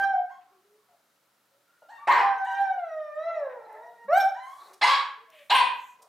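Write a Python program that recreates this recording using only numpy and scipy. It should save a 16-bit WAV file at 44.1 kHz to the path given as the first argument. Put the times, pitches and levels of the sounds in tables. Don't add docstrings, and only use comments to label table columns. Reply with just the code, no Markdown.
import sys
import numpy as np
from scipy import signal
from scipy.fft import rfft, irfft, next_fast_len
from scipy.io import wavfile
from scipy.ndimage import uniform_filter1d, minimum_filter1d

SR = 44100
rng = np.random.default_rng(int(sys.argv[2]) if len(sys.argv) > 2 else 0)


def volts(x):
    e = np.asarray(x, float) / 20
    return 10 ** e


def persist_wave(psi):
    counts = np.round(np.clip(psi, -1, 1) * 32767).astype(np.int16)
    wavfile.write(sys.argv[1], SR, np.atleast_2d(counts).T)


N = 268260

# (time [s], pitch [Hz], effort [dB], mouth opening [factor])
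WHINE_PATH = [(0, 785.5, -24.5, 2.1), (.04, 789.9, -22, 2.45), (0.083, 784, -22, 0.64),
              (.125, 780.3, -21.5, 1.5), (.145, 739, -27, 1.3), (.21, 718.8, -30, .4),
              (.25, 756, -63, 0.55)]
HOWL_PATH = [(2.2, 803.4, -25.5, .7), (2.34, 786.2, -23.5, 1.32), (2.451, 762.6, -38.5, 1.88),
             (2.62, 797.2, -21.5, 1.46), (2.761, 738.4, -34, 1.24), (2.9, 637.7, -35, 1.08),
             (3.131, 592.6, -35.5, 1.04), (3.302, 686.6, -28, 1.3), (3.47, 531, -36, 0.6)]
MOAN_PATH = [(3.53, 497, -43, 0.66), (3.618, 454.6, -47.5, 1.05), (3.76, 427, -46.5, 0.95),
             (3.829, 480.8, -48, 1.55), (3.9, 476, -54.5, 1.48), (4.071, 463.7, -49, 1.4)]
YIP_PATH = [(4.08, 534.6, -36, .55), (4.096, 568.7, -27, 0.25), (4.13, 693, -16, 0.99),
            (4.15, 740.4, -19.5, 1.64), (4.183, 796.6, -16, 1.99), (4.212, 780.8, -22, 2.1),
            (4.252, 763.8, -20.5, .64), (4.29, 750, -64.5, .7)]
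# (tilt [dB per octave], odd harmonics [dB per unit of mouth])
CALL_COLOURS = [
    (-4.5, -13.5),
    (-1.52, -14.5),
    (1.5, -2),
]
# (frequency [Hz], level [dB])
HOWLER_THROAT = [(300, -40), (430, -6), (800, 5.5), (1250, -13), (1600, -13.5), (2000, -17.5),
                 (2400, -32.5), (3100, -44), (3950, -40.5), (4700, -61), (5500, -44.5), (6800, -66),
                 (8500, -69.5), (10000, -77.5), (13500, -68), (16000, -81)]
# (frequency [Hz], reverberation time T60 [s])
ROOM_T60 = [(250, 0.65), (660, 0.49), (1700, 0.54), (4600, 0.39), (9000, 0.35), (15000, 0.29)]
# (frequency [Hz], level [dB])
STEREO_WIDTH = [(60, -17.5), (250, -17), (600, -11), (2000, -9), (6000, -10.5), (10500, -11.5),
                (11500, -35), (16000, -39.5)]
# (frequency [Hz], density [dB per Hz])
HISS_SPECTRUM = [(25, -20.5), (100, -18), (150, -7), (400, -3), (700, -2), (1400, -2.5), (2500, -8.5),
                 (5000, -10), (9000, -13), (11000, -12), (14000, -13.5), (16300, -7.5)]
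# (centre [Hz], width [Hz], level [dB])
HUM_BANDS = [(124, 8, -94.5), (175, 12, -99.5), (200, 8, -92), (305, 8, -93.5), (562, 25, -88),
             (1340, 140, -81), (3900, 300, -90.5), (10800, 400, -96), (13720, 10, -87.5)]
# (time [s],
# length [s], first pitch [Hz], last pitch [Hz], level [dB])
WHIMPER_EVENTS = [(.503, .11, 401, 364, -68), (.633, 0.16, 400, 431, -68), (1.813, 0.0642, 1453, 1366, -61),
                  (1.975, .11, 1116, 1214, -48.5), (2.68, 0.12, 560, 548, -60),
                  (3.59, .038, 1334, 1323, -64), (3.724, 0.2073, 586, 728, -50.5),
                  (4.693, 0.086, 370, 393, -63), (5.166, 0.086, 442, 471, -63),
                  (5.27, .18, 674, 552, -59.5), (5.991, 0.043, 453, 453, -67.5)]
# (time [s], length [s], first pitch [Hz], last pitch [Hz], level [dB])
SQUEAK_EVENTS = [(.023, 0.035, 1183, 1280, -46.5), (.517, 0.048, 1147, 1100, -68.5),
                 (.784, .06, 1123, 1100, -75), (.879, 0.087, 740, 659, -66.5), (1.5, 0.097, 541, 576, -74),
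                 (1.654, .16, 1380, 1457, -72), (1.82, 0.014, 698, 598, -52),
                 (3.49, 0.053, 1827, 1865, -55.5), (3.675, .12, 2034, 1964, -64.5),
                 (4.04, 0.057, 200, 206, -62.5), (4.196, 0.018, 3900, 3330, -42.5)]
# (time [s], length [s], top pitch [Hz], end pitch [Hz], effort [dB])
YELPS = [
    (0.289, 0.076, 1097, 1024, -55),
    (1.884, 0.15, 936.6, 882, -48),
    (2.442, .22, 990, 853, -39.5),
    (4.337, .3, 980.5, 1186, -46.5),
]
# (frequency [Hz], level [dB])
YELP_THROAT = [(350, -41), (700, -4.5), (1000, -5), (1800, -10.5), (2300, -31.5), (3000, -23), (4000, -32),
               (5000, -40), (7000, -40), (9500, -54), (12000, -59), (16000, -74)]
# (time [s], length [s], level [dB], centre [Hz], width [octaves])
SCRAPE_EVENTS = [(.4, 0.044, -71.5, 2050, 0.47), (4.122, 0.092, -69, 14100, 0.126),
                 (4.391, 0.41, -67, 7250, 1), (4.57, .15, -63.5, 4050, .11),
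                 (4.561, 0.21, -57.5, 810, 0.76), (5.292, 0.24, -70, 11200, 1),
                 (5.295, 0.1714, -59, 2386, 0.41), (5.496, 0.11, -52, 13340, 0.143),
                 (5.74, 0.233, -69.5, 7000, 0.206), (5.686, .28, -72.5, 12350, 0.2),
                 (5.985, 0.11, -63.5, 800, 0.44), (6.049, 0.0286, -86, 6230, 0.324)]
# (time [s], length [s], level [dB], centre [Hz], width [octaves])
CLAW_TICKS = [(.309, 0.00415, -68.5, 5000, 1.7), (0.357, .004, -80, 4082, 0.95),
              (3.722, 0.012, -68, 10800, 0.82), (4.729, 0.0224, -56.5, 5480, 1.1),
              (5.301, 0.0045, -56.5, 5800, 1.36), (5.387, 0.013, -58, 2293, 0.69),
              (6.017, .021, -58, 6400, 0.81)]
# (time [s], length [s], top pitch [Hz], end pitch [Hz], roughness [0-1])
BARK_EVENTS = [
    (2.07, .135, 571, 474.7, .36),
    (4.811, 0.13, 518.7, 549.1, 0.28),
    (5.496, 0.13, 525.2, 492, .2),
]
# (frequency [Hz], level [dB])
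BARK_MOUTHS = [
    [(150, -61.5), (250, -50.5), (393, -12.5), (460, -34), (735, -15), (1020, 3), (1380, -17), (1790, -8.5),
     (2860, -24.5), (8400, -49.5), (9490, -63), (13700, -46), (16000, -68.5)],
    [(150, -70), (250, -48.5), (538, -35), (698, -25.5), (775, -16), (1100, -1), (1420, -16), (1550, -16.5),
     (1760, -13), (4050, -17), (5730, -31.5), (11900, -48.5), (16000, -60)],
    [(150, -67.5), (250, -46.5), (313, -34.5), (400, -44), (816, -14), (988, 1), (1310, -21.5), (3170, -14),
     (5440, -38.5), (6140, -43), (8120, -38.5), (13900, -65), (16000, -93)],
]
# (frequency [Hz], level [dB])
MICROPHONE_RESPONSE = [(14000, 0), (15000, -1.5), (16250, -13), (16450, -67)]


def evened(x):
    return x / np.sqrt(np.mean(x ** 2) + 1e-20)


def read(points, hz):
    f, value = np.transpose(points)
    return np.interp(np.log(hz + 1), np.log(f + 1), value)


def colour(x, points):
    size = next_fast_len(x.shape[-1], True)
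    gain = volts(read(points, np.fft.rfftfreq(size, 1 / SR)))
    return irfft(rfft(x, size) * gain, size)[..., :x.shape[-1]]


def add(mix, s, sound):
    part = mix[round(s * SR):][:len(sound)]
    part += sound[:len(part)]


def spread(rows):
    s, *columns = np.transpose(rows)
    t = np.arange(s[0], s[-1], 1 / SR)
    return t, [np.interp(t, s, c) for c in columns]


def voice(hz, throat, rough, bright_db=0., odd_db=0., shake=0.054, patchy_db=2.5, follow=0):
    wobble, air = rng.standard_normal((len(hz), 2)).T
    rough = np.clip(rough, 0, 1)
    wobble = evened(uniform_filter1d(uniform_filter1d(wobble, size=150), size=150))
    turns = np.cumsum(hz * (1 + shake * rough * wobble)) / SR
    top_hz = hz.max()
    k = np.arange(1, int(16400 / top_hz) + 1)[:, None]

    coarse = slice(None, None, 32)
    slow_hz = hz[coarse]
    flicker = uniform_filter1d(rng.standard_normal((len(k), len(slow_hz))), size=30) * np.sqrt(30)
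    opening = (slow_hz / top_hz) ** (follow * (k * top_hz < 1900))
    level_db = read(throat, k * slow_hz / opening)
    level_db = level_db + (bright_db[coarse] + patchy_db * flicker) * np.log2(k)
    level_db = level_db + odd_db[coarse] * (k % 2)
    heights = volts(level_db) / np.sqrt((volts(level_db) ** 2).sum(0) / 2)
    heights = np.repeat(np.float32(heights), 32, axis=1)[:, :len(hz)]

    phase = np.float32(2 * np.pi * (turns % 1)) * np.float32(k) + np.float32(.3 * k ** 2)
    folds = (uniform_filter1d(heights, size=33) * np.cos(phase)).sum(0)
    puffs = evened(colour((0.71 + np.exp(-(turns % 1) / .3)) * air, throat))
    return np.sqrt(1 - rough ** 2) * folds + rough * puffs


def sing(t, hz, effort_db, mouth, rough, throat, tilt_db=0., odd_db=-1.0):
    since_start = t - t[0] + (t[0] == 0)
    fade = np.clip(np.minimum(since_start, t[-1] - t) / 0.0073, 0, 1)
    bright_db = tilt_db + 5.4 * (mouth - 1)
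    tone = voice(hz, throat, rough, bright_db=bright_db, odd_db=odd_db * (mouth - 1))
    return t[0], volts(effort_db) * fade * tone


def singer():
    clear_rough, hoarse_rough = 0.017, .45
    hoarse_s, hoarse_span_s = 3.7, 0.24
    out = np.zeros(N)
    for rows, call_colour in zip([WHINE_PATH, HOWL_PATH + MOAN_PATH, YIP_PATH], CALL_COLOURS):
        t, (hz, effort_db, mouth) = spread(rows)
        hz = uniform_filter1d(hz, round(.035 * len(t)) + 1, mode="nearest")
        rough = clear_rough + hoarse_rough * np.exp(-((t - hoarse_s) / hoarse_span_s) ** 2)
        add(out, *sing(t, hz, effort_db, mouth, rough, HOWLER_THROAT, *call_colour))
    return out


def room(x):
    taps = np.zeros((2, 32000))
    at = np.arange(160, 31980, 20) + rng.integers(0, 20, (2, 1591))
    np.put_along_axis(taps, at, rng.choice([-1., 1.], at.shape), 1)
    hz, t, z = signal.stft(taps, SR, nperseg=256)
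    decay = volts(-60 * t / read(ROOM_T60, hz)[:, None])
    tail = signal.istft(z * decay, SR, nperseg=256)[1]
    return signal.oaconvolve(x[None], tail / np.linalg.norm(tail[0]), axes=1)[:, :N]


def hiss(dogs):
    sheen_db, duck_db_per_db, knee_db, recover_db_per_s = -0.5, .2, -49.5, 45
    size = next_fast_len(N, True)
    hz = np.fft.rfftfreq(size, 1 / SR)
    power = (volts(-69) * evened(volts(read(HISS_SPECTRUM, hz)))) ** 2
    for centre_hz, width_hz, db in HUM_BANDS:
        resonance = 1 / (1 + (2 * (hz - centre_hz) / width_hz) ** 2)
        power = power + (volts(db) * evened(resonance)) ** 2
    wide = rfft(rng.standard_normal((2, size))) * np.sqrt(power)
    wide[1] *= volts(3.0 + read(STEREO_WIDTH, hz))
    treble = irfft(wide * np.clip(hz / 4000 - .8, 0, 1), size)[:, :N]

    fall = np.arange(N) * recover_db_per_s / SR
    dogs_db = 10 * np.log10(abs(uniform_filter1d(dogs ** 2, size=2000)) + 1e-12)
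    loud_db = np.maximum.accumulate(dogs_db + fall) - fall
    treble_gain = volts(sheen_db - duck_db_per_db * np.maximum(loud_db - knee_db, 0))
    return irfft(wide, size)[:, :N] + treble * (treble_gain - 1)


def whimpers(rows, rough):
    out = np.zeros(N)
    for s, length, first_hz, last_hz, db in rows:
        glide_hz = np.linspace(first_hz, last_hz, round(length * SR))
        flat_db = np.zeros(len(glide_hz))
        nose = [(0.7 * last_hz, -40), (.85 * last_hz, -1.5), (1.25 * first_hz, -1.5),
                (2.1 * first_hz, -24), (2.8 * first_hz, -60)]
        tone = voice(glide_hz, nose, rough, bright_db=flat_db, odd_db=flat_db)
        add(out, s, volts(db) * signal.windows.tukey(len(tone), .4) * tone)
    return out


def answerer():
    start_share, climb_s = 0.73, 0.04
    rise_db, fade_db = -3.5, -14.5
    out = np.zeros(N)
    for s, length, top_hz, end_hz, db in YELPS:
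        t = np.arange(s, s + length, 1 / SR)
        up = np.clip((t - s) / climb_s, 0, 1)
        down = np.clip((t - s - climb_s) / (length - climb_s), 0, 1)
        climb = start_share + (1 - start_share) * np.sin(np.pi / 2 * up)
        hz = climb * (top_hz + (end_hz - top_hz) * down)
        effort_db = db + rise_db * np.maximum(1 - 2 * up, 0) + fade_db * down ** 2
        mouth = np.full(len(t), 0.87 - 0.01 * (db + 44))
        rough = .13 + 0.27 * down ** 2
        add(out, *sing(t, hz, effort_db, mouth, rough, YELP_THROAT, tilt_db=-0.5))
    return out


def rustles():
    out = np.zeros(N)
    for s, length, db, centre_hz, octaves in SCRAPE_EVENTS + CLAW_TICKS:
        count = round(length * SR)
        air, grain = rng.standard_normal((count + 2000, 2)).T
        bell = [(centre_hz * 2 ** (octaves * z), -4.3 * z ** 2) for z in np.linspace(-4, 4, 17)]
        scrape = evened(colour(air * volts(3.8 * grain), bell))
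        add(out, s, volts(db) * scrape[:count] * signal.windows.tukey(count, .6))
    return out


def barker():
    start_share, climb_s, settle_s = 0.49, .052, .025
    level_db, rise_db, rise_s, fade_db = -15.5, -19.5, 0.01, -7.5
    shut_db, shut_s = -44.5, .038
    odd_clean_db, odd_rough_db, odd_front_db = -15.5, 24.5, 0.5
    tilt_db, tilt_change_db = -3, 0.4
    out = np.zeros(N)
    for (s, length, top_hz, end_hz, rough), mouth in zip(BARK_EVENTS, BARK_MOUTHS):
        t = np.arange(0, length + shut_s, 1 / SR)
        climb = start_share + (1 - start_share) * np.sin(np.pi / 2 * np.minimum(t / climb_s, 1))
        settle = np.exp(-np.maximum(t - climb_s, 0) / settle_s)
        hz = climb * (end_hz + (top_hz - end_hz) * settle)
        odd_db = odd_clean_db + odd_rough_db * rough + odd_front_db * (1 - t / length)
        effort_db = level_db + rise_db * np.exp(-t / rise_s) + fade_db * t / length
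        effort_db = effort_db + shut_db * np.maximum(t - length, 0) / shut_s
        bright_db = tilt_db + tilt_change_db * t / length
        bark = voice(hz / 2, mouth, rough, bright_db=bright_db, odd_db=odd_db,
                     shake=.13, patchy_db=1.77, follow=0.55)
        add(out, s, volts(effort_db) * np.clip(t / 0.0039, 0, 1) * bark)
    return out


def scene():
    singing = volts(-1.0) * singer()
    barking = barker() + answerer()
    small = whimpers(WHIMPER_EVENTS, rough=.12) + whimpers(SQUEAK_EVENTS, rough=.4) + rustles()
    direct = singing + barking + small
    echo_mid, echo_side = room(volts(-4.0) * singing + volts(1.0) * barking + volts(-5.0) * small)
    side = colour(echo_side - 0.19 * singing - .1 * barking + .1 * small, STEREO_WIDTH)
    mid, side = np.array([direct + echo_mid, side]) + hiss(singing + barking)
    return np.array([mid + side, mid - side])


def top_cut(x):
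    return signal.sosfilt(signal.butter(12, 16360, fs=SR, output="sos"), x)


def record(dry):
    peak_db = 20 * np.log10(-minimum_filter1d(-abs(dry).max(0), size=90) + 1e-9)
    fall = np.arange(N) * 39.0 / SR
    over_db = np.maximum(np.maximum.accumulate(peak_db + fall) - fall + 8.5, 0)
    held = dry / volts(0.83 * uniform_filter1d(over_db, size=90))
    thump = colour(held ** 2, [(12, -27.5), (30, -8.0), (120, -4), (300, 3.0), (600, -22.5), (2000, -71)])
    mix = colour(held + volts(-22.0) * thump, MICROPHONE_RESPONSE)
    return top_cut(mix)


dry = scene()
out = record(dry)
persist_wave(out)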